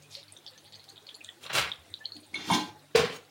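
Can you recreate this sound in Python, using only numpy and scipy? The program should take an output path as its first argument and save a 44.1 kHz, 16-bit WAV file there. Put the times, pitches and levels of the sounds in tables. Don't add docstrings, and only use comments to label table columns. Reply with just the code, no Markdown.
import sys
import numpy as np
from scipy import signal
from scipy.fft import rfft, irfft
from scipy.io import wavfile
from scipy.ndimage import uniform_filter1d, map_coordinates

SR = 44100
rng = np.random.default_rng(int(sys.argv[2]) if len(sys.argv) > 2 else 0)


def wav_out(sig):
    wavfile.write(sys.argv[1], SR, np.round(np.clip(np.atleast_2d(sig).T, -1, 1) * 32767).astype(np.int16))


N = 145530

# start_s, peak_db, pitch_hz, cycles (length of the swell and decay), echo_db
BUBBLES = [(0.0238, -40.5, 5900, 1.7, 8), (0.109, -45, 5840, 3.4, 10.5), (0.1526, -26, 4070, 3.2, -2.5),
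           (0.17, -40, 4030, 5.8, 1), (0.2305, -37.5, 3730, 5.3, -0.5), (0.2823, -40.5, 4250, 5.3, 0),
           (0.3239, -31.5, 8840, 4.5, -8), (0.3661, -40, 3540, 9.6, 3.5), (0.4454, -49, 3560, 5, 8),
           (0.4648, -34, 3390, 7.2, -1), (0.4782, -32.5, 4400, 4.3, -1), (0.5362, -42, 3710, 5.6, -1.5),
           (0.6444, -45.5, 3340, 3, 8), (0.6565, -42, 3840, 3.5, 7), (0.67, -42.5, 3900, 2.7, 8),
           (0.7244, -34.5, 4060, 2.5, 1), (0.733, -36, 3820, 3.6, 4.5), (0.7504, -34.5, 4200, 2.4, 5.5),
           (0.7961, -37.5, 3930, 4.5, 2.5), (0.8425, -34.5, 4370, 1.34, 1.5), (0.8822, -46, 3620, 7.8, 6.5),
           (0.8893, -37.5, 4070, 7.3, -0.5), (0.9024, -40.5, 4200, 3.6, 2.5), (0.9602, -37.5, 3630, 5.3, 4),
           (0.9786, -37.5, 3470, 7.2, -6), (1.0674, -42.5, 4200, 2.6, 13), (1.0902, -32.5, 3370, 4.7, 1.5),
           (1.0929, -31, 3550, 2.4, -4.5), (1.1442, -37.5, 4100, 3.6, 5.5), (1.208, -41.5, 2570, 7, 4),
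           (1.247, -33.5, 3600, 5.9, 1), (1.29, -30.5, 3320, 8.9, -5.5), (1.4354, -42.5, 3600, 5.7, 12),
           (1.465, -30.5, 3800, 6.2, -1), (1.7177, -21.5, 3490, 8, -2.5), (1.9407, -23.5, 3740, 6.6, -4.5),
           (2.0429, -42, 3070, 8, 3), (2.0564, -21, 4130, 11.5, -13), (2.1208, -31, 4220, 14.5, -4.5),
           (2.165, -38, 4000, 2.5, 8), (2.2322, -43, 3840, 2.9, 8.5), (0.2374, -48.5, 10400, 7.4, 0.5),
           (0.3737, -41.5, 5940, 6.3, 0), (0.4649, -37.5, 5100, 5, 6.5), (0.5784, -47, 6000, 9.9, 9),
           (0.7594, -46, 6180, 6.9, 5), (0.8923, -42.5, 6650, 4.3, 7.5), (1.145, -46, 7000, 11, -12),
           (1.151, -40, 7100, 11, -13), (1.1544, -42.5, 9900, 9.1, -0.5), (1.166, -45, 10800, 8, -6),
           (1.2412, -36, 8000, 1.1, 2), (1.2466, -32, 6930, 4.1, -2), (1.3014, -46, 7200, 6.6, 0),
           (1.9044, -43.5, 8100, 3.7, -6), (1.9914, -48, 6100, 4.6, 3), (2.152, -49, 6560, 5.2, 8),
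           (2.17, -42, 9800, 5.1, -3), (2.2042, -42.5, 9300, 5.4, -3), (2.266, -44, 8400, 4.2, -4.5),
           (0.038, -51.5, 2450, 24, 3), (0.1043, -57.5, 2400, 14, 3), (0.2898, -53.5, 2360, 7.7, 6.5),
           (0.5546, -59, 1727, 32, 4.5), (1.281, -49.5, 1868, 15, 5), (2.003, -53, 1717, 47, 4),
           (2.1003, -58, 1230, 8.6, -2), (0.455, -55, 791, 22, 0), (0.512, -54.5, 504, 17, 0),
           (0.65, -57.5, 805, 16, -6), (0.672, -56, 2060, 30, 1), (0.735, -57, 1935, 26, -1),
           (0.795, -58.5, 2050, 22, -6), (0.872, -56.5, 776, 50, -3.5), (0.965, -62, 2450, 40, 3),
           (1.085, -56, 2320, 30, 0), (1.133, -57, 421, 10, -1.5), (0.8432, -40, 10000, 1.5, -6),
           (0.51, -42.5, 10000, 1.6, -2), (0.646, -43.5, 9700, 3.6, 1.5), (0.893, -42, 11300, 2.8, -3.5),
           (2.138, -48, 11500, 1.5, -6), (0.579, -36, 3830, 1.8, 1.5)]
SNAP_DB = -31
WOK_T60_S, WOK_ECHOES_PER_S = 0.13, 1600
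WOK_RIPPLE_DB, WOK_RIPPLE_WIDTH_HZ = 8, 251.8
# time_s, level_db, treble_db
FROTH_LEVEL = [(0.1, -64, -1), (0.132, -54, 0), (0.15, -47.5, -7), (0.222, -52.5, -15), (0.228, -62, -23),
               (0.25, -59, -11)]
# pitch_hz, level_db
FROTH_COLOUR = [(880, -57), (1500, -37), (2160, -7.5), (2660, -9), (4190, -0.5), (6360, -6), (12000, -13.5),
                (15600, -52), (22000, -120)]


def simmer():
    direct, wok = np.zeros(N), np.zeros(N)
    t = np.arange(SR // 10) / SR
    snaps = rng.standard_normal((len(BUBBLES), 40)) * np.exp(-np.arange(40) / 10)
    echoes = rng.standard_normal((len(BUBBLES), len(t)))
    echoes = echoes * (rng.random(echoes.shape) < WOK_ECHOES_PER_S / SR)
    echoes = echoes * decay(t, WOK_T60_S) * (t > .0015)
    for (start_s, db, hz, cycles, echo_db), snap, echo in zip(BUBBLES, snaps, echoes):
        pop = bubble(hz, cycles)
        start_s = start_s - .0005
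        add(direct, start_s, undb(db) * pop)
        add(wok, start_s, undb(db + echo_db) * signal.fftconvolve(pop, unit_energy(echo)))
        add(direct, start_s, undb(db + SNAP_DB) * snap)
    wok_rms = np.sqrt(np.mean(wok ** 2))
    wok = unit(ripple(wok, WOK_RIPPLE_DB, WOK_RIPPLE_WIDTH_HZ)) * wok_rms
    return direct + wok + fizz() + rub(FROTH_LEVEL, FROTH_COLOUR)


POP_GLIDE = 0.036


def bubble(hz, cycles):
    u = np.arange(int(3 * cycles * SR / hz) + 2) * hz / SR / cycles
    swell = np.e * 3 * u * np.exp(-3 * u)
    return swell * np.sin(2 * np.pi * cycles * (u + POP_GLIDE * u ** 2 / 2))


# rate_per_s, pitch_hz, spread_octaves, level_db, extra_db, cycles
TINY_BUBBLES = [(62.4, 4310, 0.453, -64, 4, 7.4), (29.9, 500, 0.65, -62, 2.5, 14),
                (24.9, 2000, 0.29, -60, 0, 21), (89, 9600, 0.22, -62, 3, 2)]


def fizz():
    out = np.zeros(N)
    for per_s, hz, octaves, db, extra_db, cycles in TINY_BUBBLES:
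        starts_s = rng.random(size=400) * 400 / per_s
        pitches_hz = hz * 2 ** (octaves * rng.standard_normal(size=400))
        levels_db = db + extra_db * rng.exponential(size=400)
        for start_s, pitch_hz, level_db in zip(starts_s, pitches_hz, levels_db):
            if start_s < N / SR:
                add(out, start_s, undb(level_db) * bubble(min(pitch_hz, SR / 3), cycles))
    return out


# start_s, level_db, pitch_hz
POT_BLOWS = [(2.155, -41.5, 404), (2.342, -36.5, 2200), (2.41, -42, 450), (2.475, -35, 300),
             (2.501, -20, 950), (2.514, -15.5, 118), (2.522, -23, 1220), (2.341, -46.5, 8000),
             (2.353, -37.5, 3500), (2.512, -35, 8000), (2.535, -34, 5200), (2.54, -22, 428),
             (2.58, -33, 930)]
# pitch_hz, level_db, t60_s
POT_MODES = [(189.4, -3.5, 0.22), (239, -6, 0.38), (300, -2, 0.34), (700, -6, 0.23), (800, 2, 0.13),
             (847, -10, 0.4), (935, 0.5, 0.13), (1016.6, -3, 0.24), (1572, -17.5, 0.46), (1900, -18, .3),
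             (2218, 4, 0.11), (2240, -6.5, 0.18), (2625, -15, 0.12), (2800, -10, 0.24), (3200, -10, 0.1),
             (3460, 3.5, 0.041), (3850, -1.5, 0.064), (4151, 0, 0.15), (4410, -3, .08), (5520, -19, .12),
             (3550, -8, 0.13), (6160, 3, 0.12), (6720, 2, 0.074), (7250, -10, 0.14), (8950, -2, 0.094),
             (9430, 0, 0.17)]


def pot_knocks():
    return struck(POT_BLOWS, POT_MODES)


# start_s, level_db, pitch_hz
LANDINGS = [(2.95, -14.5, 347), (2.992, -24.5, 440), (3.033, -30, 380), (3.088, -32.5, 340)]
# pitch_hz, level_db, t60_s
HOLLOW_MODES = [(162, -21, 0.24), (446, -10, 0.23), (464, 3, 0.076), (480, -14, 0.4), (610, -6, 0.1),
                (785, -8, 0.32), (964, -0.5, .2), (1290, -5, 0.2)]


def hollow_thuds():
    return struck(LANDINGS, HOLLOW_MODES)


REACH_OCT = 0.73
RING_ROUGH_DB, RING_ROUGH_RAD, RING_ATTACK_S = 4.5, 0.6, 0.0013


def struck(blows, modes):
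    out, t = np.zeros(N), np.arange(SR // 2) / SR
    for hz, mode_db, t60_s in modes:
        flutter = undb(RING_ROUGH_DB * walk(50.3)[:len(t)])
        phase = 2 * np.pi * hz * t + RING_ROUGH_RAD * walk(39.3)[:len(t)]
        attack = 1 - np.exp(-t / RING_ATTACK_S)
        ring = flutter * np.sin(phase) * attack * decay(t, t60_s)
        for start_s, db, best_hz in blows:
            loss_db = 8.9 * (np.log2(hz / best_hz) / REACH_OCT) ** 2
            add(out, start_s, undb(db + mode_db - loss_db) * ring)
    return out


# time_s, level_db, treble_db
DRAG_LEVEL = [(1.41, -56, -3), (1.434, -46, -0.5), (1.468, -40.5, -12), (1.492, -55, -20), (1.5, -31, -21),
              (1.528, -37, -19), (1.532, -32, -2), (1.549, -30.5, -7.5), (1.551, -21, -7),
              (1.568, -24.5, -6), (1.585, -19.5, -10), (1.597, -27, -8), (1.625, -28.5, -13.5),
              (1.68, -37, -31), (1.7, -39, -24)]
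# pitch_hz, level_db
DRAG_COLOUR = [(29, -61), (50, -44), (131, 0.5), (234, -17.5), (556, -3.5), (612, -6), (944, -4.5),
               (1420, -3), (2090, -7.5), (2300, -3), (10200, -13.5), (12700, -24.5), (15800, -16.5)]


def drag():
    return rub(DRAG_LEVEL, DRAG_COLOUR)


# time_s, level_db, treble_db
SCRAPE_LEVEL = [(2.33, -53, -9), (2.344, -46, -11), (2.354, -41, -18), (2.414, -41, -12),
                (2.474, -41.5, -5), (2.546, -25.5, -7.5), (2.636, -46, -9.5), (2.7, -50.5, -10)]
# pitch_hz, level_db
SCRAPE_COLOUR = [(29, -66), (50, -31), (175, -13.5), (343, -5.5), (543, -23), (837, -13), (1170, -18),
                 (2190, -20), (2660, -21.5), (4200, -18.5), (6330, -22.5), (7860, -29), (15800, -39.5)]
SCRAPE_RING_DB = -5.5
SCRAPE_DAMP = 0.28


def pot_scrape():
    scrape = rub(SCRAPE_LEVEL, SCRAPE_COLOUR)
    damped = [(hz, db, t60_s * SCRAPE_DAMP) for hz, db, t60_s in POT_MODES]
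    ring = struck([(0.00093, 0, 3840)], damped)[:SR // 2]
    ringing = signal.fftconvolve(scrape, unit_energy(ring))[:N]
    return scrape + undb(SCRAPE_RING_DB) * ringing


# time_s, level_db, treble_db
SETTLE_LEVEL = [(2.94, -92, -21), (2.95, -27.5, -27), (2.958, -20, -7.5), (3.006, -25, -13.5),
                (3.082, -35, -21), (3.168, -43, -3), (3.22, -98, -19)]
# pitch_hz, level_db
SETTLE_COLOUR = [(29, -122), (50, -25), (175, -5), (335, -15), (458, -5), (569, -13), (798, -10.5),
                 (878, -15.5), (991, -13.5), (4000, -15), (10200, -25), (12700, -36.5), (15800, -25.5)]


def settle():
    return rub(SETTLE_LEVEL, SETTLE_COLOUR)


GRIT_PER_S, GRIT_SCATTER_DB, PATCHY_DB = 12000, 1, 1
RIPPLE_DB, RIPPLE_WIDTH_HZ = 3, 83
RUB_MOTTLE_DB = 2


def rub(level, tone):
    hits = rng.random(N) < GRIT_PER_S / SR
    clicks = hits * rng.standard_normal(N) * undb(GRIT_SCATTER_DB * rng.exponential(size=N))
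    surface = ripple(colour(clicks, tone), RIPPLE_DB, RIPPLE_WIDTH_HZ)
    body, treble = split(mottle(surface, RUB_MOTTLE_DB))
    time_s, db, treble_db = np.array(level).T
    rubbed = unit(body) * curve(time_s, db) + unit(treble) * curve(time_s, db + treble_db)
    return rubbed * undb(PATCHY_DB * walk(60))


ROOM_T60_S, ROOM_TREBLE_T60_S, ROOM_GAP_S = 0.32, 0.24, 0.00455


def room(x):
    t = np.arange(SR) / SR
    low, high = split(rng.standard_normal(SR))
    tail = low * decay(t, ROOM_T60_S) + high * decay(t, ROOM_TREBLE_T60_S)
    return signal.fftconvolve(x, unit_energy(tail * (t > ROOM_GAP_S)))[:N]


# pitch_hz, level_db
HISS_COLOUR = [(15, -67), (25, 17), (48, -32), (78, -4), (130, -15), (200, 0.5), (791, 0), (929, -3),
               (2030, -6), (3050, -7.5), (3580, -2.5), (5230, -11.5), (10500, -13.5), (13400, -21),
               (15800, -13)]
# time_s, level_db
HISS_COURSE = [(0, -1), (.7, -1.5), (1.4, -0.5), (1.85, -1), (2.3, -1.5), (2.8, -2), (3.3, -2.5)]
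HISS_DB, FLICKER_DB, HISS_MOTTLE_DB = -58.5, 0.1, 2.5


def burner_hiss():
    flickering = rng.standard_normal(N) * undb(FLICKER_DB * walk(9))
    hiss = unit(mottle(colour(flickering, HISS_COLOUR), HISS_MOTTLE_DB))
    return hiss * undb(HISS_DB) * curve(*np.array(HISS_COURSE).T)


# pitch_hz, level_db, wavers_per_s
HUM_TONES = [(100.5, -67.5, 27), (147.4, -69, 3.2), (303, -76, 12)]
HUM_WAVER_DB, HUM_WAVER_RAD = 4.5, 0.9


def low_hum():
    t, out = np.arange(N) / SR, np.zeros(N)
    for hz, db, per_s in HUM_TONES:
        level = undb(db + HUM_WAVER_DB * walk(per_s))
        out += level * np.sin(2 * np.pi * hz * t + HUM_WAVER_RAD * walk(per_s))
    return out


# start_s, level_db, pitch_hz, cycles
LOW_BUMPS = [(1.533, -55, 119, 4.2), (1.6, -44.5, 74.6, 5.1), (1.781, -49, 78, 4.2), (1.899, -51, 93, 4.8),
             (2.96, -38, 79.8, 5.6)]


def bumps():
    out = np.zeros(N)
    for start_s, db, hz, cycles in LOW_BUMPS:
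        add(out, start_s, undb(db) * bubble(hz, cycles))
    return out


def undb(db):
    return 10 ** (np.asarray(db) / 20)


def unit(x):
    return x / np.sqrt(np.mean(x ** 2))


def unit_energy(x):
    return x / np.sqrt(np.sum(x ** 2))


def decay(t, t60_s):
    return np.exp(-np.log(1000) * t / t60_s)


def add(out, start_s, x):
    i = int(start_s * SR)
    out[i:i + len(x)] += x[:N - i]


def curve(time_s, db):
    return undb(np.interp(np.arange(N) / SR, time_s, db, left=-200, right=-200))


def walk(rate):
    levels = rng.standard_normal(size=400)
    return np.interp(np.arange(N) * rate / SR, np.arange(len(levels)), levels) * 1.2


def colour(x, tone):
    hz, db = np.array(tone).T
    log_f = np.log(np.maximum(np.arange(N // 2 + 1) * SR / N, 1))
    gain = undb(np.interp(log_f, np.log(hz), db, left=-70))
    return unit(irfft(rfft(x) * gain, N))


SPLIT_HZ = 4500


def split(x):
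    f = np.arange(len(x) // 2 + 1) * SR / len(x)
    low = irfft(rfft(x) / (1 + (f / SPLIT_HZ) ** 6), len(x))
    return low, x - low


RIPPLE_FROM_HZ = 1400


def ripple(x, depth_db, width_hz):
    f = np.arange(N // 2 + 1) * SR / N
    db = np.interp(f / width_hz, np.arange(600), rng.standard_normal(size=600))
    return irfft(rfft(x) * undb(depth_db * db * f / (f + RIPPLE_FROM_HZ)), N)


MOTTLE_HZ, MOTTLE_S = 492.4, .03


def mottle(x, spread_db):
    f, t, bands = signal.stft(x, SR, nperseg=256)
    field = rng.standard_normal((120, 400))
    at = np.meshgrid(f / MOTTLE_HZ, t / MOTTLE_S, indexing="ij")
    gain = undb(spread_db * map_coordinates(field, at, mode="mirror"))
    return signal.istft(bands * gain, SR, nperseg=256)[1][:N]


FAR_DRY_DB = -3
POP_ROOM_DB, FAR_ROOM_DB, RING_ROOM_DB = -17.5, -11, -10


def scene():
    near = simmer()
    rubs = drag() + pot_scrape() + settle()
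    rings = pot_knocks() + hollow_thuds()
    wet = room(undb(POP_ROOM_DB) * near + undb(FAR_ROOM_DB) * rubs + undb(RING_ROOM_DB) * rings)
    floor = (burner_hiss() + low_hum()) * undb(-DUCK_DB)
    return (near + undb(FAR_DRY_DB) * rubs + rings + wet + floor + bumps())[None]


LOW_HZ, TOP_HZ = 69, 15900
DUCK_DB, MARGIN_DB, HOLD_S = -4, 2.75, 0.028


def record(dry):
    x = signal.sosfilt(signal.butter(2, LOW_HZ, "high", fs=SR, output="sos"), dry[0])
    bands = signal.stft(x, nperseg=512, noverlap=384)[2]
    power = uniform_filter1d(np.abs(bands) ** 2, size=11, axis=0)
    power = uniform_filter1d(power, size=3, axis=1)
    keep = np.exp(-128 / SR / HOLD_S)
    held = signal.lfilter([1 - keep], [1, -keep], power, axis=1)
    power = np.maximum(power, held)
    quiet = np.percentile(power, 30, axis=1, keepdims=True) * undb(2 * MARGIN_DB)
    gain = np.sqrt(np.maximum(1 - quiet / power, undb(2 * DUCK_DB)))
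    out = signal.istft(bands * gain, nperseg=512, noverlap=384)[1][:N]
    return signal.sosfilt(signal.ellip(10, .2, 70, TOP_HZ, fs=SR, output="sos"), out)[None]


dry = scene()
out = record(dry)
wav_out(out)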